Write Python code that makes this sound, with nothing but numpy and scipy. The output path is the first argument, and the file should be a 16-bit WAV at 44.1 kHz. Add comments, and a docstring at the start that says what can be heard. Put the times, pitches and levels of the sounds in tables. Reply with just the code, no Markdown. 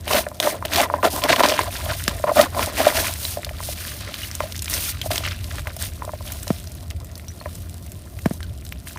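"""Gloved hands sweep wet seeds across a slotted plastic colander, gather them and squeeze them out.
Knocks and scrapes ring the modes of its shell; wet seeds crunch as short rings and cracks over a rustle.
Gloves slide as fluttering hiss with ticks, creases snap, juice bubbles whistle and wet film squeaks.
A few dull thuds with falling pitch come through the counter; a low wavering noise rumbles in the kitchen."""
import sys
import numpy as np
from scipy import signal
from scipy.fft import rfft, irfft, next_fast_len
from scipy.io import wavfile

SR = 44100
rng = np.random.default_rng(int(sys.argv[2]) if len(sys.argv) > 2 else 0)


def generate_wav(signal):
    """Clip the signal to [-1, 1] and save it as 16-bit WAV at the path in sys.argv[1]."""
    frames = np.transpose(np.atleast_2d(signal))
    scaled = np.clip(frames, -1, 1) * 32767
    pcm = np.round(scaled).astype(np.int16)
    wavfile.write(sys.argv[1], SR, pcm)


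N = 396018


def from_db(db):
    """Amplitude gain of a level in dB."""
    return 10 ** (np.asarray(db) / 20)


def rms_one(x):
    """Scale a signal to rms 1."""
    return x / np.sqrt(np.mean(x ** 2) + 1e-20)


def in_time(rows):
    """Turn a table of curve points into its columns, one value a sample."""
    s, *columns = np.transpose(rows)
    return [np.interp(np.arange(N) / SR, s, column) for column in columns]


def drift(rate_hz):
    """Slow random wander of spread 1: smoothed noise, computed at every 20th sample."""
    r = np.exp(-40 * np.pi * rate_hz / SR)
    noise = rng.standard_normal(N // 20 + 2002)
    slow = signal.lfilter([1], [1, -2 * r, r * r], noise)[2000:]   # skip the filter's start
    return np.interp(np.arange(N) / 20, np.arange(len(slow)), rms_one(slow))


def filter_sos(x, order, hz, kind):
    """Butterworth filter."""
    return signal.sosfilt(signal.butter(order, hz, kind, fs=SR, output="sos"), x)


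def colour(x, spectrum):
    """Filter a signal by gains drawn over log frequency, then scale it to rms 1."""
    size = next_fast_len(N)
    hz = np.maximum(np.fft.rfftfreq(size, 1 / SR), 1)
    points = np.array(spectrum)
    gain = from_db(np.interp(np.log(hz), np.log(points[:, 0]), points[:, 1]))
    return rms_one(irfft(rfft(x, size) * gain, size)[:N])


def ring(clicks, hz, t60):
    """A resonator: a unit click sets a dying sine of height 1 ringing."""
    r = from_db(-60 / (t60 * SR))
    w = 2 * np.pi * hz / SR
    return signal.lfilter([0, np.sin(w)], [1, -2 * r * np.cos(w), r * r], clicks + 1e-18)


def grains(per_s, spread_db, clump_db):
    """Random clicks of unequal size that come in clumps; the denser, the smaller each."""
    heights = from_db(spread_db * np.minimum(rng.exponential(1, N), 4))
    sizes = heights * rng.choice([-1, 1], N)
    chance = per_s * from_db(clump_db * drift(30)) / SR
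    return rms_one(sizes * (rng.random(N) < chance) / np.sqrt(per_s))


def pops(clicks, low_hz, high_hz, cycles):
    """Clicks dealt at random to 24 short rings spread in pitch; each dies by 60 dB in so many cycles."""
    pitches = np.geomspace(low_hz, high_hz, 24)
    dealt = rng.integers(0, 24, N)
    rings = (ring(clicks * (dealt == k), hz, cycles / hz) * np.sqrt(hz) for k, hz in enumerate(pitches))
    return rms_one(sum(rings))


def movement():
    """Control levels of scrape, crunch and slide: every stroke swells and fades over the fidgeting."""
    # Sweeps, scoops and squeezes. Each row: start in seconds, length in seconds, place of the peak
    # as a share of the length, then peak control levels in dB of shell scrape, wet crunch, glove slide.
    strokes = [(0.074, 0.16, 0.48, -16, -20, -24.5), (0.413, 0.14, 0.19, -21, -23, -28),
               (0.649, 0.015, 0.36, -18.5, -19.5, -31), (0.696, 0.16, 0.74, -14, -15.5, -25.5),
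               (0.899, 0.075, 0.93, -25, -44.5, -48), (1.032, 0.059, 0.21, -11.5, -20, -28),
               (1.093, 0.13, 0.43, -24, -53, -28.5), (1.215, 0.065, 0.67, -19, -24, -35),
               (1.272, 0.1, 0.34, -14.5, -12.5, -31), (1.373, 0.046, 0.82, -13.5, -17, -27),
               (1.421, 0.17, 0.11, -16.5, -14, -29), (1.555, 0.15, 0.2, -24, -25, -35.5),
               (1.697, 0.5, 0.094, -37, -30.5, -37), (1.827, 0.14, 0.73, -31, -26.5, -43),
               (1.958, 0.1, 0.46, -57, -35.5, -35.5), (2.067, 0.14, 0.2, -31.5, -29.5, -53),
               (2.243, 0.079, 0.81, -22.5, -51, -54), (2.313, 0.1, 0.49, -35, -41, -30.5),
               (2.361, 0.1, 0.35, -9.5, -15, -25), (2.531, 0.17, 0.55, -21, -25.5, -31),
               (2.735, 0.13, 0.56, -18.5, -21, -27.5), (2.836, 0.095, 0.35, -15, -17, -27),
               (2.91, 0.13, 0.6, -21, -19.5, -25), (3.002, 0.16, 0.42, -34, -23, -29.5),
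               (3.152, 0.25, 0.35, -50, -48, -29), (3.575, 0.17, 0.9, -63, -40, -31.5),
               (3.703, 0.35, 0.44, -59, -32, -35), (3.93, 0.35, 0.36, -41, -31.5, -66),
               (4.103, 0.22, 0.58, -60, -34.5, -37), (4.372, 0.16, 0.44, -36, -38, -39.5),
               (4.517, 0.08, 0.91, -56.5, -48, -48), (4.679, 0.14, 0.59, -32.5, -24.5, -26),
               (4.735, 0.2, 0.73, -62, -33.5, -26.5), (5.03, 0.049, 0.7, -30, -41, -32.5),
               (5.102, 0.11, 0.13, -27.5, -23.5, -31), (5.156, 0.22, 0.4, -40, -24, -44),
               (5.408, .2, 0.94, -38.5, -32, -43), (5.642, 0.074, 0.26, -36.5, -41, -59),
               (5.786, 0.11, 0.37, -38.5, -30, -30.5), (5.968, 0.13, 0.38, -38.5, -63, -53),
               (6.207, 0.29, 0.33, -41, -40.5, -39), (6.439, 0.18, 0.31, -54, -39, -42),
               (7.333, 0.26, 1, -61, -47, -49.5), (8.097, 0.3, 0.8, -48, -49, -46),
               (8.852, 0.11, 0.28, -62, -40, -40.5)]
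    # Small restless movement under the strokes. Each row: time in seconds, then control levels in dB
    # of scrape, crunch and slide.
    fidget = [(0.0, -49, -51, -51), (1.0, -37.5, -49.5, -47.5), (2.0, -48.5, -42, -41.5),
              (3.4, -43.5, -41.5, -48.5), (4.5, -49.5, -38, -45.5), (5.7, -47.5, -44, -48),
              (6.6, -48, -46.5, -46.5), (6.95, -44.5, -50.5, -55), (7.6, -47.5, -52, -49.5),
              (8.6, -48.5, -50, -53.5), (8.98, -48.5, -47, -54)]
    edge_db = 17   # a stroke starts and ends this far below its peak
    arch = np.array([[1.4], [1.53], [3.23]])   # swell of scrape, crunch, slide: 1 pointed, 3 flat-topped
    t = np.arange(N) / SR
    power = from_db(in_time(fidget)) ** 2
    for start, length, share, *peak_db in strokes:
        near = slice(max(round((start - length) * SR), 0), round((start + 2 * length) * SR))
        late = (t[near] - start) / length - share
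        away = np.where(late < 0, -late / share, late / (1 - share))   # 0 at the peak, 1 at either end
        power[:, near] += from_db(np.array(peak_db)[:, None] - edge_db * away ** arch) ** 2
    return 10 * np.log10(power)


def colander(scrape_db):
    """Knocks and the scrape over the slots drive one set of shell modes; each knock has its own mix of them."""
    # Fingers and seeds striking the shell. Each row: start in seconds, relative peak level in dB,
    # relative share of the kilohertz modes in dB, relative share of the treble modes in dB.
    knocks = [(0.266, -4, -19, -8), (0.315, -17, -3, -26), (0.402, -3.5, -14, -10), (0.472, 8, -10, -20),
              (0.625, -25.5, 10, -12), (0.655, -6, -28, -16), (0.9, -22, 10, -21), (0.939, -2, -6, -29),
              (1.032, 0, -0.5, -29), (1.139, -10, -28, -23), (1.24, -4, -17, -9), (1.294, -23, 9, -10),
              (1.329, 3, -10, -1), (1.364, -3, -14, -3), (1.384, -9, -1, -12), (1.405, 4.5, -5, -4.5),
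              (1.435, -13.5, 8, -12), (1.452, -13, 9.5, 5), (1.485, -10, -10, -15), (1.519, -3, -5, -22),
              (1.591, -17, 14, -13), (1.862, -10, -10, -16), (1.897, -11, -7.5, -2), (2.077, -35, 6, 14),
              (2.197, -13.5, -21, -18), (2.24, 5, -12.5, -23), (2.279, -1, -8, -29), (2.291, -1, -22, -22),
              (2.315, 4, -34, -33), (2.368, 9.5, -31, -27), (2.547, -17, -3, -1), (2.593, -17, 9, 2),
              (2.802, 4, -29, -12.5), (2.85, -8, -20, -6), (2.868, 15.5, -20, -29), (3.371, -3.5, -39, -22),
              (3.39, -11, -30, -23), (3.467, -15, -11, -15), (3.509, -11.5, -21, -24), (3.604, -27, 5, -6),
              (3.687, -8, -25, -23), (4.405, -6.5, 0.5, -22), (5.046, -16, -29, -29), (5.059, -7, -25, -30),
              (5.105, -2.5, -12, -35), (5.118, -9, -24, -30), (5.205, -12, -19, -17),
              (5.672, -13, -10, -24), (5.765, -18, -16, -14), (6.021, -28.5, 8.5, 10),
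              (6.046, -20, -6, -15), (6.077, -9, -24, -24), (6.093, -17.5, -4.5, -22),
              (6.134, -8.5, -15, -17), (6.207, -18, -11, -24), (6.47, -17, -4, -13), (7.412, -20.5, -5, -8),
              (7.458, -9.5, -5.5, -8.5), (8.96, -35, 13, -3)]
    # Modes of the shell. Each row: pitch in Hz, relative level in dB, base decay by 60 dB in seconds
    # (the scrape rings for .8 of it; struck treble modes use muted_t60_s instead).
    shell_modes = [(628, 1, 0.045), (688, -3, 0.026), (770, -5.5, 0.012), (900, 2, 0.0079),
                   (1003, 4, 0.018), (1005, -2.5, 0.029), (1060, 6.5, 0.0031), (1500, -12, 0.034),
                   (1830, -6.5, 0.011), (2600, -14, 0.0022)]
    low_below_hz, treble_from_hz = 850, 1350   # the kilohertz modes lie between
    muted_t60_s = .008   # the finger stays and mutes the struck treble
    detune = .025        # spread of the shell's pitch from knock to knock, as the hand loads it
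    bend_s = .0004       # wander in time that shifts the scraped pitch by some percent

    s, peak_db, middle_db, treble_db = np.transpose(knocks)
    at = np.round(s * SR).astype(int)
    chance = rng.normal(0, 1, (len(at), len(shell_modes)))
    tune = 1 + detune * rng.normal(0, 1, len(at))

    slips = grains(per_s=300 * from_db(0.54 * (scrape_db + 43.5)), spread_db=2.5, clump_db=5.0)
    # a light touch rubs smoothly, a firm one slips
    slips = slips + from_db(-.4 * (scrape_db + 44)) * rng.standard_normal(N)
    slips = slips / np.sqrt(1 + from_db(-.8 * (scrape_db + 44)))
    uneven_db = np.clip(.35 * (scrape_db + 52), 1, 5.5)   # small under a light touch

    struck, scraped = np.zeros(N + SR), np.zeros(N)
    t = np.arange(2500) / SR
    for k, (hz, level_db, t60) in enumerate(shell_modes):
        low = hz < low_below_hz
        treble = hz >= treble_from_hz
        if low:
            share_db = 0
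        elif treble:
            share_db = treble_db + 19.0
        else:
            share_db = middle_db + 13.5
        luck_db = 2 * chance[:, k]   # no two knocks land on the same spot
        heights = from_db(peak_db - 11.5 + level_db + share_db + luck_db)
        side = 1 if low else (-1) ** k   # upper modes swing out on alternate sides
        swell = 1 - np.exp(-t / (.0012 if low else .0001))   # the low modes take a moment to swell
        fade = from_db(-60 * t / (muted_t60_s if treble else t60)) * swell
        for start, height, shift in zip(at, heights, tune):
            struck[start:start + len(t)] += side * height * fade * np.sin(2 * np.pi * hz * shift * t)
        # the moving hand favours now one mode, now another, and damps the ring
        drive = slips * from_db(uneven_db * drift(25))
        scraped += side * from_db(level_db) * ring(drive, hz, .8 * t60)

    # the pressing hand bends the wall, so its pitch wanders
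    scraped = np.interp(np.arange(N) + bend_s * SR * drift(10), np.arange(N), scraped)
    contact = np.hanning(round(.0005 * SR))   # a padded fingertip pushes for a moment
    struck = np.convolve(struck, contact / contact.sum())[:N]
    shell = struck + from_db(scrape_db - 1.5) * rms_one(scraped)
    # a slotted wall radiates little below its first mode
    shell = filter_sos(shell, 3, 470, "high")
    # the whole colander shakes on the counter under each stroke
    shake = filter_sos(slips, 2, [200, 450], "band")
    return shell + from_db(scrape_db - 9.5) * rms_one(shake)


def crunch(crunch_db):
    """Wet seeds and skins: short rings and sharp cracks over a rustle; harder pressure packs them closer."""
    # Tone of the wet crunch. Each row: frequency in Hz, relative filter gain in dB.
    crunch_tone = [(300, 0), (700, -8.5), (1500, 3.5), (2500, 4), (4500, 2.5), (7000, -6.5), (12000, -18),
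                   (16000, -28)]
    per_s = 900 * from_db(0.33 * (crunch_db + 44.0))
    bursts = pops(grains(per_s, spread_db=9, clump_db=7.0), 1174, 7100, cycles=13.0)
    t = np.arange(200) / SR
    crack = rng.standard_normal(len(t)) * np.exp(-t / .0007)
    cracks = np.convolve(grains(per_s / 12, spread_db=4, clump_db=3), crack)[:N]
    cracks = from_db(0.56 * (crunch_db + 8)) * rms_one(cracks)   # stronger under pressure
    rustle = rng.standard_normal(N) * from_db(4 * drift(60) - 3)
    return from_db(crunch_db - 5.0) * colour(from_db(-6.0) * bursts + cracks + rustle, crunch_tone)


def glove_slide(slide_db):
    """Thin film rubbing on film: a bright fluttering hiss with fine ticks that merge when it slides fast."""
    # Tone of the sliding film. Each row: frequency in Hz, relative filter gain in dB.
    slide_tone = [(1500, -10), (4000, -3.5), (6500, -3), (7600, -7.5), (8800, 0), (11000, -2.5),
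                  (14500, -1), (16000, 1)]
    hiss = rng.standard_normal(N) * from_db(2.1 * drift(68))
    per_s = 150 * from_db(1.2 * (slide_db + 50.0))
    ticks = pops(grains(per_s, spread_db=3.0, clump_db=8.0), 2690, 13000, cycles=15.0)
    return from_db(slide_db + 2.0) * colour(hiss + from_db(-4.5) * ticks, slide_tone)


def creases(slide_db):
    """Lone dry ticks of the glove film folding: tiny noise bursts, louder when it slides."""
    clicks = grains(per_s=55, spread_db=5.0, clump_db=4.0)
    t = np.arange(130) / SR
    ticks = np.convolve(clicks, rng.standard_normal(len(t)) * np.exp(-t / 0.0009))[:N]
    ticks = filter_sos(ticks, 2, 3000, "high")
    return from_db(-51.5 + 0.6 * (slide_db + 49)) * rms_one(ticks)


def snaps():
    """Each snap: a short ring at its pitch inside a puff of noise; the film gives way in a few quick steps."""
    # Glove creases and seed skins snapping. 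Each row: start in seconds, relative peak level in dB,
    # pitch in Hz.
    snap_rows = [(0.079, -13, 2510), (0.1342, -8.5, 3980), (0.1641, -20, 3500), (0.1878, -14, 1970),
                 (0.401, -4, 3880), (0.428, -12, 3200), (0.652, -15.5, 3200), (0.735, -6, 3170),
                 (0.7595, -5, 3930), (1.029, -16, 2100), (1.22, -18, 3240), (1.2383, -5.5, 3570),
                 (1.292, -11, 1760), (1.3617, -7.5, 3540), (1.3958, -7.5, 1550), (1.437, -10, 2500),
                 (1.462, -11, 4970), (1.487, -8.5, 4330), (1.494, -11, 4530), (1.517, -18, 5500),
                 (1.591, -9.5, 1860), (2.0794, -4.5, 4650), (2.0799, -8, 1624), (2.239, -32, 1510),
                 (2.413, -2, 3930), (2.629, -12, 2340), (2.881, -12, 3550), (2.903, -17, 1780),
                 (3.252, -13, 3850), (3.432, -23.5, 2000), (3.447, -14.5, 3900), (3.4922, -21.5, 2200),
                 (4.142, -14.5, 3460), (4.314, -19, 5600), (4.352, -13, 8100), (4.404, -18, 1960),
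                 (4.523, -17.5, 4600), (4.556, -20.5, 3180), (4.564, -17, 6000), (4.578, -19, 9000),
                 (4.593, -19, 4500), (4.6221, -10.5, 8700), (4.6445, -14, 8600), (4.658, -17, 4960),
                 (4.6806, -17, 2960), (4.699, -9, 12400), (4.739, -8, 5540), (5.015, -14.5, 3670),
                 (5.116, -15, 3830), (5.158, -11, 5050), (5.1798, -8, 3940), (5.263, -15.5, 2620),
                 (5.443, -22.5, 4020), (5.5837, -20, 1990), (5.6716, -16, 1930), (5.7656, -17, 11800),
                 (6.3207, -12.5, 12900), (6.431, -17, 8900), (6.4793, -15.5, 5660), (6.673, -26, 4800),
                 (6.719, -21, 8950), (6.751, -25, 12100), (6.808, -31.5, 5000), (6.904, -21, 5130),
                 (6.91, -24, 2680), (7.002, -31, 5000), (7.046, -24, 11400), (7.115, -26, 6000),
                 (7.155, -23, 4770), (7.1784, -23.5, 9200), (7.197, -30, 2490), (7.2827, -25, 5960),
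                 (7.5536, -21.5, 8300), (7.696, -25.5, 8500), (7.864, -22, 8800), (7.919, -22, 9700),
                 (8.19, -26, 2460), (8.258, -16, 1600), (8.336, -25, 8730), (8.4054, -25.5, 1930),
                 (8.4296, -23, 3350), (8.6508, -22.5, 11200), (8.666, -27, 4020), (8.872, -27.5, 1990),
                 (8.724, -16, 2350), (8.973, -25, 1500)]
    out = np.zeros(N + 2048)
    t = np.arange(900) / SR
    noise = signal.lfilter([1, -1], [1, -.7], rng.standard_normal((len(snap_rows), len(t))), axis=1)
    steps = rng.random((len(snap_rows), 3))
    # a sharp crack and a softer, longer breath
    puff_shape = (1 - np.exp(-t / 0.0019)) * (0.34 * np.exp(-t / 0.00035) + 0.11 * np.exp(-t / 0.0028))
    for (s, peak_db, hz), puff, step in zip(snap_rows, noise, steps):
        tone = np.sin(2 * np.pi * hz * t) * t * hz * np.exp(-t * hz / 0.41)
        burst = 2.78 * tone + puff * puff_shape
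        at = round(s * SR)
        out[at:at + len(t)] += from_db(peak_db + 11.5) * burst
        for late in step:   # within 2 ms; later steps are weaker
            after = at + round(.002 * late * SR)
            sign = np.sign(late % .1 - .05)   # either way by chance
            out[after:after + len(t)] += from_db(peak_db + 6 - 8 * late) * burst * sign
    return out[:N]


def bubbles():
    """A bubble rings at its pitch, rising a little as it opens."""
    # Juice bubbles that whistle as they burst. Each row: start in seconds, peak level in dB,
    # starting pitch in Hz, decay by 60 dB in seconds.
    bubble_rows = [(3.251, -15, 4030, 0.012), (4.233, -21.5, 2900, 0.045), (5.017, -20, 3150, 0.032),
                   (7.284, -32.5, 5750, 0.093), (7.402, -33, 4240, 0.037)]
    out = np.zeros(N)
    t = np.arange(3000) / SR
    for s, peak_db, hz, t60 in bubble_rows:
        at = round(s * SR)
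        whistle = np.sin(2 * np.pi * hz * (t + 0.95 * t ** 2))
        out[at:at + len(t)] += from_db(peak_db - 60 * t / t60) * whistle
    return out


def squeaks():
    """Wet film skidding on plastic: a short gliding tone with weak overtones and an unsteady level."""
    # Each row: start in seconds, length in seconds, first pitch in Hz, last pitch in Hz,
    # relative level in dB.
    squeak_rows = [(2.384, 0.03, 578, 670, -7.5), (8.42, .035, 1710, 1420, -43)]
    out = np.zeros(N)
    for start, length, first_hz, last_hz, peak_db in squeak_rows:
        size = round(length * SR)
        turn = 2 * np.pi * np.cumsum(np.linspace(first_hz, last_hz, size)) / SR
        tone = np.sin(turn) + .45 * np.sin(2 * turn) + .25 * np.sin(3 * turn)
        at = round(start * SR)
        out[at:at + size] += from_db(peak_db) * tone * np.hanning(size) ** .5
    return out * from_db(2 * drift(120))


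def thuds():
    """A blow travelling through a plate: the treble arrives first, so the pitch drops at once, then sags."""
    # Blows through the counter. Each row: start in seconds, relative level in dB.
    thud_rows = [(2.0801, -16.5), (6.5041, -7.5), (8.259, -6), (8.3097, -15)]
    out = np.zeros(N)
    t = np.arange(2000) / SR
    hz = 120 + 1800 * np.exp(-t / .0004) + 165 * np.exp(-t / .006)
    envelope = (1 - np.exp(-t / .0005)) * np.exp(-(t / .009) ** 3)
    thud = np.sin(2 * np.pi * np.cumsum(hz) / SR) * envelope
    thud += 0.35 * np.sin(2 * np.pi * 680 * t) * np.exp(-t / 0.004)
    for s, peak_db in thud_rows:
        at = round(s * SR)
        dull_noise = signal.lfilter([1], [1, -.93], rng.standard_normal(len(t)))
        rattle = rms_one(dull_noise) * np.exp(-t / .005)
        out[at:at + len(t)] += from_db(peak_db) * (thud + .15 * rattle)
    return out


def rumble():
    """Low noise heaped near 80 Hz; the heap wavers, its upper skirt is steady."""
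    # Tone of the rumble. Each row: frequency in Hz, relative level per Hz in dB.
    rumble_tone = [(15, -53), (25, -20.5), (64, -2.5), (85, 1.5), (123, -13.5), (192, -16.5), (340, -22.5),
                   (500, -34), (900, -90)]
    # Slow course of the heap, before its wavering. Each row: time in seconds, level in dB.
    heap_level = [(0.0, -31), (0.5, -50), (0.6, -37), (1.55, -37.5), (1.67, -32.5), (4.2, -37.5),
                  (5.6, -30), (6.0, -35.5), (7.4, -36), (8.98, -34)]
    split_hz, skirt_db = 126, -36   # above this pitch the rumble holds steady
    level_db, = in_time(heap_level)
    noise = colour(rng.standard_normal(N), rumble_tone)
    heap = filter_sos(noise, 4, split_hz, "low")
    skirt = filter_sos(noise, 4, split_hz, "high")
    return from_db(level_db + 2 * drift(3)) * heap + from_db(skirt_db) * skirt


def room(x):
    """Close reflections: a short tail of dying noise is added to the sound."""
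    t60_s, tail_db = .08, -15
    t = np.arange(int(.25 * SR)) / SR
    tail = rng.standard_normal(len(t)) * from_db(-60 * t / t60_s) * (t > .002)
    tail = tail / np.sqrt(np.sum(tail ** 2))
    return x + from_db(tail_db) * signal.fftconvolve(x, tail)[:N]


def scene():
    """Hands and colander in the room, with thuds through the counter, over the rumble."""
    scrape_db, crunch_db, slide_db = movement()
    hands = colander(scrape_db) + crunch(crunch_db)
    hands += glove_slide(slide_db) + creases(slide_db) + snaps()
    hands += bubbles() + squeaks()
    return (room(hands) + thuds() + rumble())[None]


def record(dry):
    """The deepest bass is lost, peaks are rounded, the top is cut."""
    cutoff_hz = 15850
    dry = filter_sos(dry, 6, 40, "high")
    rounded = 1.3 * np.tanh(dry / 1.3)
    # the stopband, 70 dB down, starts just above the cutoff
    top_cut = signal.cheby2(16, 70, cutoff_hz * 1.015, fs=SR, output="sos")
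    return signal.sosfilt(top_cut, rounded)


dry = scene()
out = record(dry)
generate_wav(out)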